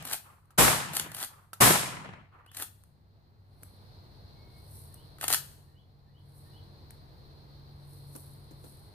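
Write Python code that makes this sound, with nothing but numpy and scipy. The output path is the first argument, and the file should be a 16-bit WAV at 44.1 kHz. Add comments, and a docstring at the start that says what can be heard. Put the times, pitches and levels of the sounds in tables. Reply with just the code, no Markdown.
"""Pump shotgun in a meadow

A shot is still rolling away among trees; two more follow. Blasts and echoes are shaped noise.
The action is racked between shots and twice after them, the last time hardest: noise bursts through steel.
Then the shooter walks through dry grass: swishes, ticks and thuds of noise. A bird whistles in sine notes.
Insects and air are filtered noise, a distant engine hums; this background sinks after loud sounds and swells back."""
import sys
import numpy as np
from scipy import signal
from scipy.fft import rfft, irfft, next_fast_len
from scipy.io import wavfile

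SR = 44100
rng = np.random.default_rng(int(sys.argv[2]) if len(sys.argv) > 2 else 0)


def materialize(psi):
    """Save the field psi as 16-bit PCM at rate SR to the path in sys.argv[1].

    A 1-D psi becomes a single channel; in a 2-D psi each row is a channel.
    """
    bounded = np.clip(np.atleast_2d(psi).T, -1, 1)
    quanta = np.round(bounded * 32767).astype(np.int16)
    wavfile.write(sys.argv[1], SR, quanta)


N = 394248
TIME = np.arange(N) / SR

# All levels below are relative settings. Columns of every spectrum: f/Hz, level per Hz/dB.

# the shots: t/s, level/dB, treble lift/dB, strength of the echoes/dB
SHOTS = [(-0.48, -17, 12.5, -3), (0.576, -15.5, -3.5, -1), (1.602, -15.5, -1.5, 0.5)]
# spectrum of the blast scattered by grass and brush
BLAST_SPECTRUM = [(20, -18), (45, -11.5), (85, -2.5), (175, 4.5), (255, -6.5), (330, -3.5), (480, -6.5),
                  (800, -3.5), (1350, -5.5), (2400, -11), (5800, -13.5), (9000, -6.5), (12000, -7.5),
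                  (14500, -13.5)]
# how fast the blast dies away: f/Hz, time to fall 60 dB/s
BLAST_T60 = [(80, 0.44), (300, 0.38), (1200, 0.48), (4000, .52), (8000, 0.45), (14000, 0.29)]
# how long the blast holds its strength: f/Hz, time/s
BLAST_HOLD = [(80, 0.032), (300, 0.077), (1200, 0.084), (4000, 0.14), (12000, 0.13)]
# where the blast lies between the ears: f/Hz, left over right/dB
BLAST_PAN = [(60, -2.5), (110, 0), (200, -0.5), (380, 0.5), (700, 2.5), (1290, 3), (2370, 2), (4380, -5),
             (8090, 1.5), (14900, 2)]
# spectrum of the roll of the woods
ROLL_SPECTRUM = [(40, -24), (140, 3), (350, -13), (650, -9), (1000, -2), (2500, -5.5), (5000, -20.5),
                 (12000, -29.5)]
# how fast the roll dies away: f/Hz, time to fall 60 dB/s
ROLL_T60 = [(100, 2.4), (400, 1.9), (1100, 1.48), (3000, 1.3), (6000, 0.46), (12000, .6)]
# the nearest trees answer every shot: delay/s, level/dB
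NEAR_ECHOES = [(0.016, -20.5), (0.030, -20), (0.069, -21), (0.103, -18), (0.151, -24), (0.226, -33)]
# trunks deeper in the woods answer at random, weaker with delay
DEEP_FROM_S, DEEP_TO_S, DEEP_DB, DEEP_LOSS_DB_PER_S = 0.26, 0.58, -37, 35
# far wooded slopes answer every shot softly: delay/s, level/dB
FAR_ECHOES = [(0.71, -60.5), (0.94, -72)]
# spectrum of that far answer
FAR_SPECTRUM = [(200, -13), (650, -10.5), (900, -2.5), (1200, 0.5), (1700, -10), (2600, -17), (5000, -41)]

# strokes of the fore-end: a clack as it breaks free, a growing rub, a slam at the stop that rebounds:
# start t/s, stop t/s, first clack/dB, final rub/dB, slam/dB, bass lift/dB, loss per rebound/dB
STROKES = [(0.051, 0.132, -32, -37.5, -19, 0, 6.5), (0.934, 0.967, -30.5, -33.5, -17.5, -7, 14),
           (1.146, 1.227, -30, -37, -25.5, -2, 1.5), (2.546, 2.622, -38, -40.5, -23.5, -2, 11),
           (5.211, 5.24, -35, -40, -24, 5.5, 13), (5.28, 5.326, -16, -33, -14, -4.5, 0)]
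# single clacks of latch, shell lifter and bolt: t/s, level/dB, bass lift/dB
CLACKS = [(0.024, -41, 5), (0.996, -21.5, 2), (1.116, -38.5, 6), (2.462, -56, 10), (2.515, -48.5, 7.5),
          (2.568, -33, -10), (2.598, -32, 3.5), (5.184, -51, 9), (5.229, -37, 7), (5.302, -20.5, 2.5),
          (5.310, -25, 6)]
# the hand takes up the slack before a stroke and lets go after it (time constants of the rub)
SLACK_S, RUB_RELEASE_S = 0.0098, 0.0072
REBOUND_S = 0.009
RATTLE_DB = 3   # loose parts rattle during a stroke, this far above its final rub
# spectrum of the steel parts
STEEL_SPECTRUM = [(150, -38.5), (250, -8), (531, -9.5), (801, -4), (968, -7), (1560, -3.5), (2240, -10.5),
                  (3270, -8.5), (4520, -6), (5190, -11), (9770, -3), (11400, -4), (13100, -4.5),
                  (14200, -6), (15000, -9)]
# resonances of the receiver: f/Hz, width/Hz, level over the rest/dB
RECEIVER = [(780, 290, -5.5), (1280, 130, -8.5), (1920, 220, -8), (2865, 730, -7), (8460, 160, -5.5),
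            (10630, 460, -13)]
# dry snaps of the trigger group: t/s, level/dB
TRIGGER_SNAPS = [(0.506, -56), (1.532, -36)]
# their ringing tones: f/Hz, level/dB, time to fall 60 dB/s
TRIGGER_MODES = [(1326, 1.5, 0.032), (1510, -8, .02), (2700, -12, 0.01), (5600, -9, .01)]

# a leg sweeps through the grass: peak t/s, level/dB
LEG_SWEEPS = [(3.66, -68), (4.59, -67.5), (4.76, -54), (6.38, -64), (7.931, -61), (8.17, -54.5),
              (8.68, -59), (8.82, -74)]
SWEEP_RISE_DB_PER_S, SWEEP_FALL_DB_PER_S = 122, 61.5
# stalks never quite stop swishing while the shooter walks
WALK_FROM_S, WALK_SWISH_DB = 3.5, -81.5
# twigs and gear tick: t/s, level/dB, level of the hard knock above that/dB
TICKS = [(0.455, -64, -7.5), (2.837, -54, 0), (3.633, -37.5, -8), (4.942, -42, -12.5), (6.907, -44.5, -2),
         (8.162, -37, -10), (8.517, -60.5, 5), (8.645, -53, -6)]
# footfalls: t/s, level/dB
STEPS = [(3.625, -55), (8.152, -43.5), (8.51, -51.5), (8.64, -49)]
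# spectrum of dry grass
GRASS_SPECTRUM = [(3240, -36.5), (5500, -10), (6930, -17), (8880, 2.5), (10800, 0.5), (13300, -2.5),
                  (14000, -1), (15000, -18)]
# spectrum of the hard knock of twig or gear
KNOCK_SPECTRUM = [(300, -9), (900, -2), (1300, 2), (2200, -7), (5000, -13), (14000, -21)]
# spectrum of a boot on soil
THUD_SPECTRUM = [(100, -16), (280, 7), (600, -5.5), (1250, -13), (2000, -25), (10000, -22)]

# a bird's call, a soft low note and then a high one: t of the high note/s, length/s, starting level/dB
BIRD_CALLS = [(2.47, 0.034, -60), (4.957, 0.08, -69.5), (5.75, 0.06, -70), (6.14, 0.055, -70),
              (6.531, 0.059, -64)]
HIGH_NOTE_HZ, LOW_NOTE_HZ = 2900, 1780   # before they rise
NOTE_RISE = 0.19   # the high note climbs by this share of its pitch, the low note by half as much
LOW_LEAD_S, LOW_NOTE_DB = 0.08, -8.5   # the low note against the high one
# one long whistle that does not climb
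WHISTLE_S, WHISTLE_LENGTH_S, WHISTLE_HZ, WHISTLE_DB = 4.32, 0.32, 2190, -76.5

# spectrum of the low rumble
RUMBLE_SPECTRUM = [(20, -13), (45, -6), (85, 1), (125, -3), (170, -8.5), (230, -15.5), (400, -51.5)]
# spectrum of air in the trees, plus a thin microphone hiss at the very top
AIR_SPECTRUM = [(120, -9), (220, -4.5), (350, -0.5), (550, -4), (950, -5.5), (1300, -12), (2000, -16),
                (2700, -23.5), (5000, -28), (8000, -42), (13300, -35.5), (14500, -19.5)]
# spectrum of the insect chorus
INSECT_SPECTRUM = [(2500, -28), (3500, -12), (3900, -6.5), (4150, 1), (4500, -5), (5200, -15),
                   (7000, -33.5)]
RUMBLE_DB, AIR_DB, INSECTS_DB = -57, -62, -68   # before the dips
# tones of the distant engine: f/Hz, level/dB
ENGINE_TONES = [(96.9, -3.5), (140.5, -1), (306.8, -20), (457.6, -21.5)]
# the engine over time: t/s, level/dB, lift of its upper tones/dB
ENGINE_LEVEL = [(3.7, -54.5, -9), (4.3, -59.5, -3), (4.8, -56, -3.5), (6.6, -55, -2), (7.3, -62, 5.5),
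                (8.1, -57.5, 5.5), (8.94, -58.5, -1.5)]
# the background sinks after loud sounds: start t/s, depth limit of this dip/dB (deep dips turn back before
# reaching it)
SINKS = [(-0.48, 32), (0.581, 29), (1.6, 23), (2.62, 13), (5.331, 12)]
# the dip falls at this rate until it meets the swell back, which would leave the full depth this long after the
# dip begins; deep dips turn back sooner, before reaching it
SINK_DB_PER_S, SWELL_AFTER_S, SWELL_DB_PER_S = 26.5, 0.8, 30
DEEPEST_DB = 23   # limit for dips that add up
AIR_SINKS, RUMBLE_SINKS, ENGINE_SINKS = 0.66, 0.45, 0.36   # shares of the dip that these take
# how alike noise is at the two ears: f/Hz, likeness (0 to 1)
LIKENESS = [(35, 0.05), (70, 0.99), (140, 0.6), (290, .65), (640, 0.28), (1400, 0.03), (15000, 0.03)]
CUTOFF_HZ = 14900


def from_db(db):
    """Turn decibels into gain."""
    return 10 ** (np.asarray(db) / 20)


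def rms_one(x):
    """Scale to an rms of one."""
    return x / np.sqrt(np.mean(x ** 2) + 1e-20)


def at_hz(points, hz):
    """Read a curve at any frequency, with straight lines on a log-frequency axis."""
    f, value = np.transpose(points)
    return np.interp(np.log(np.maximum(hz, 1)), np.log(f), value)


def in_time(table):
    """Read the columns of a time curve, sample by sample."""
    s, *columns = np.transpose(table)
    return [np.interp(TIME, s, column) for column in columns]


def pan(db):
    """Left and right gains; positive dB leans left."""
    return from_db(np.array([[db], [-db]]) / 2)


def add(out, s, x):
    """Mix a sound in at time s, which may lie before the start."""
    i = round(s * SR)
    x, i = x[..., max(-i, 0):], max(i, 0)
    out[..., i:i + x.shape[-1]] += x[..., :N - i]


def later(x, lag_s):
    """Delay by a fraction of a millisecond."""
    return np.interp(TIME - lag_s, TIME, x)


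def drift(rate, size):
    """Wander at random around 0: straight lines between normal draws, `rate` draws per second."""
    knots = rng.standard_normal(size // 20 + 2)
    return np.interp(np.arange(size) * rate / SR, np.arange(len(knots)), knots)


def stereo_noise(size):
    """White noise, most alike at both ears in the bass and nearly unrelated in the treble."""
    padded = next_fast_len(size)
    alike = at_hz(LIKENESS, np.fft.rfftfreq(padded, 1 / SR))
    mid, side = rfft(rng.standard_normal((2, padded)))
    both = np.sqrt(1 + alike) * mid + np.sqrt(1 - alike) * side * [[1], [-1]]
    return irfft(both, padded)[:, :size]


def colour(x, spectrum, size=4096):
    """Filter to the given spectrum without ringing ahead (minimum phase); white noise keeps its power."""
    cepstrum = irfft(np.log(from_db(at_hz(spectrum, np.fft.rfftfreq(size, 1 / SR)))))
    # folding the cepstrum forward makes the filter act only after the sound
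    cepstrum[1:size // 2] *= 2
    cepstrum[size // 2 + 1:] = 0
    response = irfft(np.exp(rfft(cepstrum)))
    return signal.oaconvolve(x, response[None] / np.linalg.norm(response))[:, :x.shape[1]]


def band(x, low_hz, high_hz):
    """Keep one band of frequencies (Butterworth)."""
    return signal.sosfilt(signal.butter(2, [low_hz, high_hz], "band", fs=SR, output="sos"), x)


def bursts(rows, t60):
    """Loudness curve that jumps at each (t/s, level/dB) and falls 60 dB in t60 seconds."""
    kicks = np.zeros(N)
    for s, db in rows:
        kicks[round(s * SR)] += from_db(db)
    return signal.lfilter([1], [1, -from_db(-60 / (t60 * SR))], kicks + 1e-18)


def scatter(x, t60, wet_db):
    """Blurred tail of countless small reflections: decaying noise that fades in within milliseconds."""
    t = TIME[:SR]
    response = rng.standard_normal((2, SR)) * from_db(-60 * t / t60) * (1 - np.exp(-t / 0.0086))
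    return from_db(wet_db) * signal.oaconvolve(x, rms_one(response) / np.sqrt(SR), axes=1)[:, :N]


def gunfire(echo_s=0.0034, echo_low_hz=170, echo_high_hz=1750, echo_db=-2, far_swell_s=0.049):
    """Blasts, then distinct, duller echoes off trees and soft noise swells from far slopes."""
    out, t = np.zeros((2, N)), TIME[:SR // 2]
    for s, db, treble_db, answer_db in SHOTS:
        add(out, s, from_db(db) * shot(treble_db))
        deep_delays = rng.uniform(DEEP_FROM_S, DEEP_TO_S, size=5)
        deep = [(delay, DEEP_DB - DEEP_LOSS_DB_PER_S * (delay - DEEP_FROM_S)) for delay in deep_delays]
        for delay, level_db in NEAR_ECHOES + deep:
            puff = t * np.exp(-t / echo_s) + 1e-18
            slap = band(stereo_noise(len(t)) * puff, echo_low_hz, echo_high_hz)
            slap = slap / slap[:, :SR // 100].std()
            add(out, s + delay, from_db(answer_db + level_db + echo_db) * slap * pan(1.7))
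        for delay, level_db in FAR_ECHOES:
            swell = t / far_swell_s * np.exp(1 - t / far_swell_s) * from_db(1.8 * drift(79, len(t)))
            add(out, s + delay, from_db(level_db) * swell * colour(stereo_noise(len(t)), FAR_SPECTRUM))
    return out


def shot(treble_db, rise_s=0.0065, roll_db=-17, lumpy_db=1.5, roll_lumpy_db=3, lumpy_below_hz=2500,
         woods_end_s=0.61):
    """One blast in bands of noise: dense near scatter that holds and then falls, plus the roll of the woods."""
    size, edges = 2 * SR, np.geomspace(25, 16000, 25)
    t, out = TIME[:size], np.zeros((2, size))
    centres, share = np.sqrt(edges[1:] * edges[:-1]), np.diff(edges) / (SR / 2)
    near, far = from_db(at_hz(BLAST_SPECTRUM, centres)), from_db(at_hz(ROLL_SPECTRUM, centres))
    # bring both spectra to the same total power
    near, far = near / np.sqrt(share @ near ** 2), far / np.sqrt(share @ far ** 2)
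    white, clumps = [stereo_noise(size), stereo_noise(size)], drift(170, size)
    # the roll thins out once the last near trees have answered
    depth = 1 / np.hypot(1, (t / woods_end_s) ** 10)
    for k, hz in enumerate(centres):
        hold = at_hz(BLAST_HOLD, hz)
        # trunks send the lows back in lumps, leaves send the treble back smoothly
        lumpy = 1 / (1 + (hz / lumpy_below_hz) ** 2)
        near_db = -60 * (np.hypot(t, hold) - hold) / at_hz(BLAST_T60, hz)
        near_db = near_db + lumpy * lumpy_db * clumps + treble_db * (1 - lumpy)
        far_db = roll_db - 60 * t / at_hz(ROLL_T60, hz) + roll_lumpy_db * drift(35, size)
        level = np.hypot(near[k] * from_db(near_db), far[k] * from_db(far_db) * depth)
        # play the noise backwards: its settled end comes first, so the bass starts at once
        noise = band(white[k % 2], edges[k], edges[k + 1])[:, ::-1]
        out += noise * level * pan(at_hz(BLAST_PAN, hz))
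    return out * (1 - np.exp(-(t / rise_s) ** 2))


def pump_action(clack_t60=0.02, grit_db=5, spread=0.64, lag_s=0.00009, split_hz=2200, top_hz=10500,
                slam_s=0.00067, vary_db=2):
    """Steel parts rub and slam as noise; the receiver rings briefly and reverberant tails follow."""
    rub, contacts = strokes()
    blows = contacts + CLACKS
    light = bursts([(s, db) for s, db, bass_db in blows], clack_t60)
    heavy = bursts([(s, db + bass_db) for s, db, bass_db in blows], clack_t60)
    contact, give = 0, np.exp(-1 / (slam_s * SR))
    registers = ((heavy, 220, split_hz), (light, split_hz, top_hz), (light, top_hz, SR / 2.2))
    for hits, low_hz, high_hz in registers:
        # each register varies by itself, so every contact sounds a little different
        impact = signal.lfilter([1 - give], [1, -give], hits) * from_db(vary_db * drift(150, N))
        force = np.hypot(impact, rub * from_db(grit_db * drift(500, N)))
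        shared = force * rng.standard_normal(N)
        # the gun is to the left, so the right ear hears it later
        both = np.array([shared, later(shared, lag_s)]) + spread * force * rng.standard_normal((2, N))
        contact = contact + band(both, low_hz, high_hz) / np.hypot(1, spread)
    rings = 0
    for hz, width, db in RECEIVER:
        rings = rings + from_db(db) * signal.lfilter(*signal.iirpeak(hz, hz / width, fs=SR), contact)
    dry = colour(contact + rings, STEEL_SPECTRUM) * pan(2.8)
    # a short bright reverberant tail, and a longer, weaker one of the whole sound
    bright = signal.sosfilt(signal.butter(1, 1200, "high", fs=SR, output="sos"), dry)
    return dry + scatter(bright, t60=0.19, wet_db=-6) + scatter(dry, t60=0.58, wet_db=-17)


def strokes(swell_db=13, count=3):
    """Growing rub of the fore-end, and each contact it makes as (t/s, level/dB, bass lift/dB)."""
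    rub, contacts = np.zeros(N), []
    for start, stop, first_db, rub_db, slam_db, bass_db, loss_db in STROKES:
        travel = np.clip((TIME - start) / (stop - start), 0, 1)
        idle = np.maximum(start - TIME, 0) / SLACK_S + np.maximum(TIME - stop, 0) / RUB_RELEASE_S
        rub += from_db(rub_db + swell_db * (travel - 1)) * np.exp(-np.minimum(idle, 20))
        contacts.append((start, first_db, bass_db))
        # loose parts rattle on the way
        contacts += [(start + u * (stop - start), rub_db + RATTLE_DB, bass_db) for u in rng.random(count)]
        # the slam, then its rebounds
        contacts += [(stop + k * REBOUND_S, slam_db - k * loss_db, bass_db) for k in range(count)]
    return rub, contacts


def trigger(crack_db=-2):
    """A sharp noise snap with a short hollow ring of fading sine tones."""
    crack = colour(bursts(TRIGGER_SNAPS, t60=0.066) * rng.standard_normal((2, N)), STEEL_SPECTRUM)
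    dry, t = from_db(crack_db) * crack, TIME[:SR // 10]
    for s, db in TRIGGER_SNAPS:
        for hz, level_db, t60 in TRIGGER_MODES:
            add(dry, s, from_db(db + level_db - 60 * t / t60) * np.sin(2 * np.pi * hz * t))
    return dry + scatter(dry, t60=0.3, wet_db=-12)


def walking(crackle_db=3):
    """Stalks swish against the legs, twigs tick and boots thud, all as coloured noise."""
    crackle = from_db(crackle_db * drift(900, N))
    swish = colour(brushing() * crackle * rng.standard_normal((2, N)), GRASS_SPECTRUM)
    snaps = bursts([(s, db) for s, db, knock_db in TICKS], t60=0.018) * rng.standard_normal((2, N))
    knocks = bursts([(s, db + knock_db) for s, db, knock_db in TICKS], t60=0.0086)
    knocks = knocks * rng.standard_normal((2, N))
    ticks = colour(snaps, GRASS_SPECTRUM) + colour(knocks, KNOCK_SPECTRUM)
    thuds = colour(bursts(STEPS, t60=0.1) * stereo_noise(N), THUD_SPECTRUM)
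    return swish + ticks + scatter(ticks, t60=0.325, wet_db=-9) + thuds


def brushing():
    """Each sweep of a leg swells quickly and fades more slowly, over a faint steady swish."""
    layers = []
    for s, db in LEG_SWEEPS:
        below_peak_db = np.maximum(SWEEP_RISE_DB_PER_S * (s - TIME), SWEEP_FALL_DB_PER_S * (TIME - s))
        layers.append(from_db(db - below_peak_db))
    before_walk_db = SWEEP_RISE_DB_PER_S * np.maximum(WALK_FROM_S - TIME, 0)
    # the steady swish sinks along with the background
    layers.append(from_db(WALK_SWISH_DB - sinking() - before_walk_db))
    return np.linalg.norm(layers, axis=0)


def bird(wobble=0.012, grow_db=2):
    """Far sine whistles; call notes dwell low and sweep upwards, and the woods blur them all."""
    out, notes = np.zeros((2, N)), [(WHISTLE_S, WHISTLE_LENGTH_S, WHISTLE_HZ, WHISTLE_DB, 0)]
    for s, length, db in BIRD_CALLS:
        notes.append((s - LOW_LEAD_S, length, LOW_NOTE_HZ, db + LOW_NOTE_DB, NOTE_RISE / 2))
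        notes.append((s, length, HIGH_NOTE_HZ, db, NOTE_RISE))
    for s, length, start_hz, db, rise in notes:
        u = np.linspace(0, 1, round(length * SR))
        climb = 1 + rise * np.sin(np.pi / 2 * u ** 1.6) ** 2
        hz = start_hz * climb * (1 + wobble * drift(201, len(u)))
        level = from_db(db + grow_db * u) * np.sqrt(np.abs(np.sin(np.pi * u)))
        add(out, s, level * np.sin(2 * np.pi * np.cumsum(hz) / SR))
    return out + scatter(out, t60=0.35, wet_db=0)


def meadow(tree_lag_s=0.00032, tree_share=0.58):
    """Noise for rumble, air in the trees and a chorus of insects, with the hum of a distant engine."""
    down_db = sinking()
    rumble = from_db(RUMBLE_DB - RUMBLE_SINKS * down_db) * colour(stereo_noise(N), RUMBLE_SPECTRUM)
    # part of the rustle comes from the trees on the right and reaches the left ear later
    trees = rng.standard_normal(N)
    from_right = np.array([later(trees, tree_lag_s), trees])
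    rustle = np.sqrt(tree_share) * from_right + np.sqrt(1 - tree_share) * stereo_noise(N)
    air = from_db(AIR_DB - AIR_SINKS * down_db) * colour(rustle, AIR_SPECTRUM)
    flicker_db = 1.3 * drift(32, N)
    insects = from_db(INSECTS_DB - down_db + flicker_db) * colour(stereo_noise(N), INSECT_SPECTRUM)
    return (rumble + engine(down_db) + air + insects) * pan(0.67)


def engine(down_db, waver_hz=0.8):
    """Distant hum of a few sine tones that waver in pitch and level."""
    engine_db, upper_db = in_time(ENGINE_LEVEL)
    hum = 0
    for hz, db in ENGINE_TONES:
        lift_db = upper_db * (hz > ENGINE_TONES[0][0])
        level = from_db(db + lift_db + 2 * drift(4, N)) * np.sqrt(2)
        hum = hum + level * np.sin(2 * np.pi * np.cumsum(hz + waver_hz * drift(6, N)) / SR)
    return from_db(engine_db - ENGINE_SINKS * down_db) * hum


def sinking():
    """How many dB the background is down; dips that overlap add up to a limit."""
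    total_db = 0
    for s, depth_db in SINKS:
        fall_db = SINK_DB_PER_S * (TIME - s)
        swell_back_db = depth_db - SWELL_DB_PER_S * (TIME - s - SWELL_AFTER_S)
        total_db = total_db + np.clip(np.minimum(fall_db, swell_back_db), 0, depth_db)
    return np.minimum(total_db, DEEPEST_DB)


def scene():
    """Gun, shooter and surroundings together."""
    return gunfire() + pump_action() + trigger() + walking() + bird() + meadow()


def record(dry, ceiling=0.63):
    """Round off the loudest peaks and cut the top of the treble steeply."""
    rounded = ceiling * np.tanh(dry / ceiling)
    return signal.sosfilt(signal.ellip(12, 0.2, 80, CUTOFF_HZ, fs=SR, output="sos"), rounded)


dry = scene()
out = record(dry)
materialize(out)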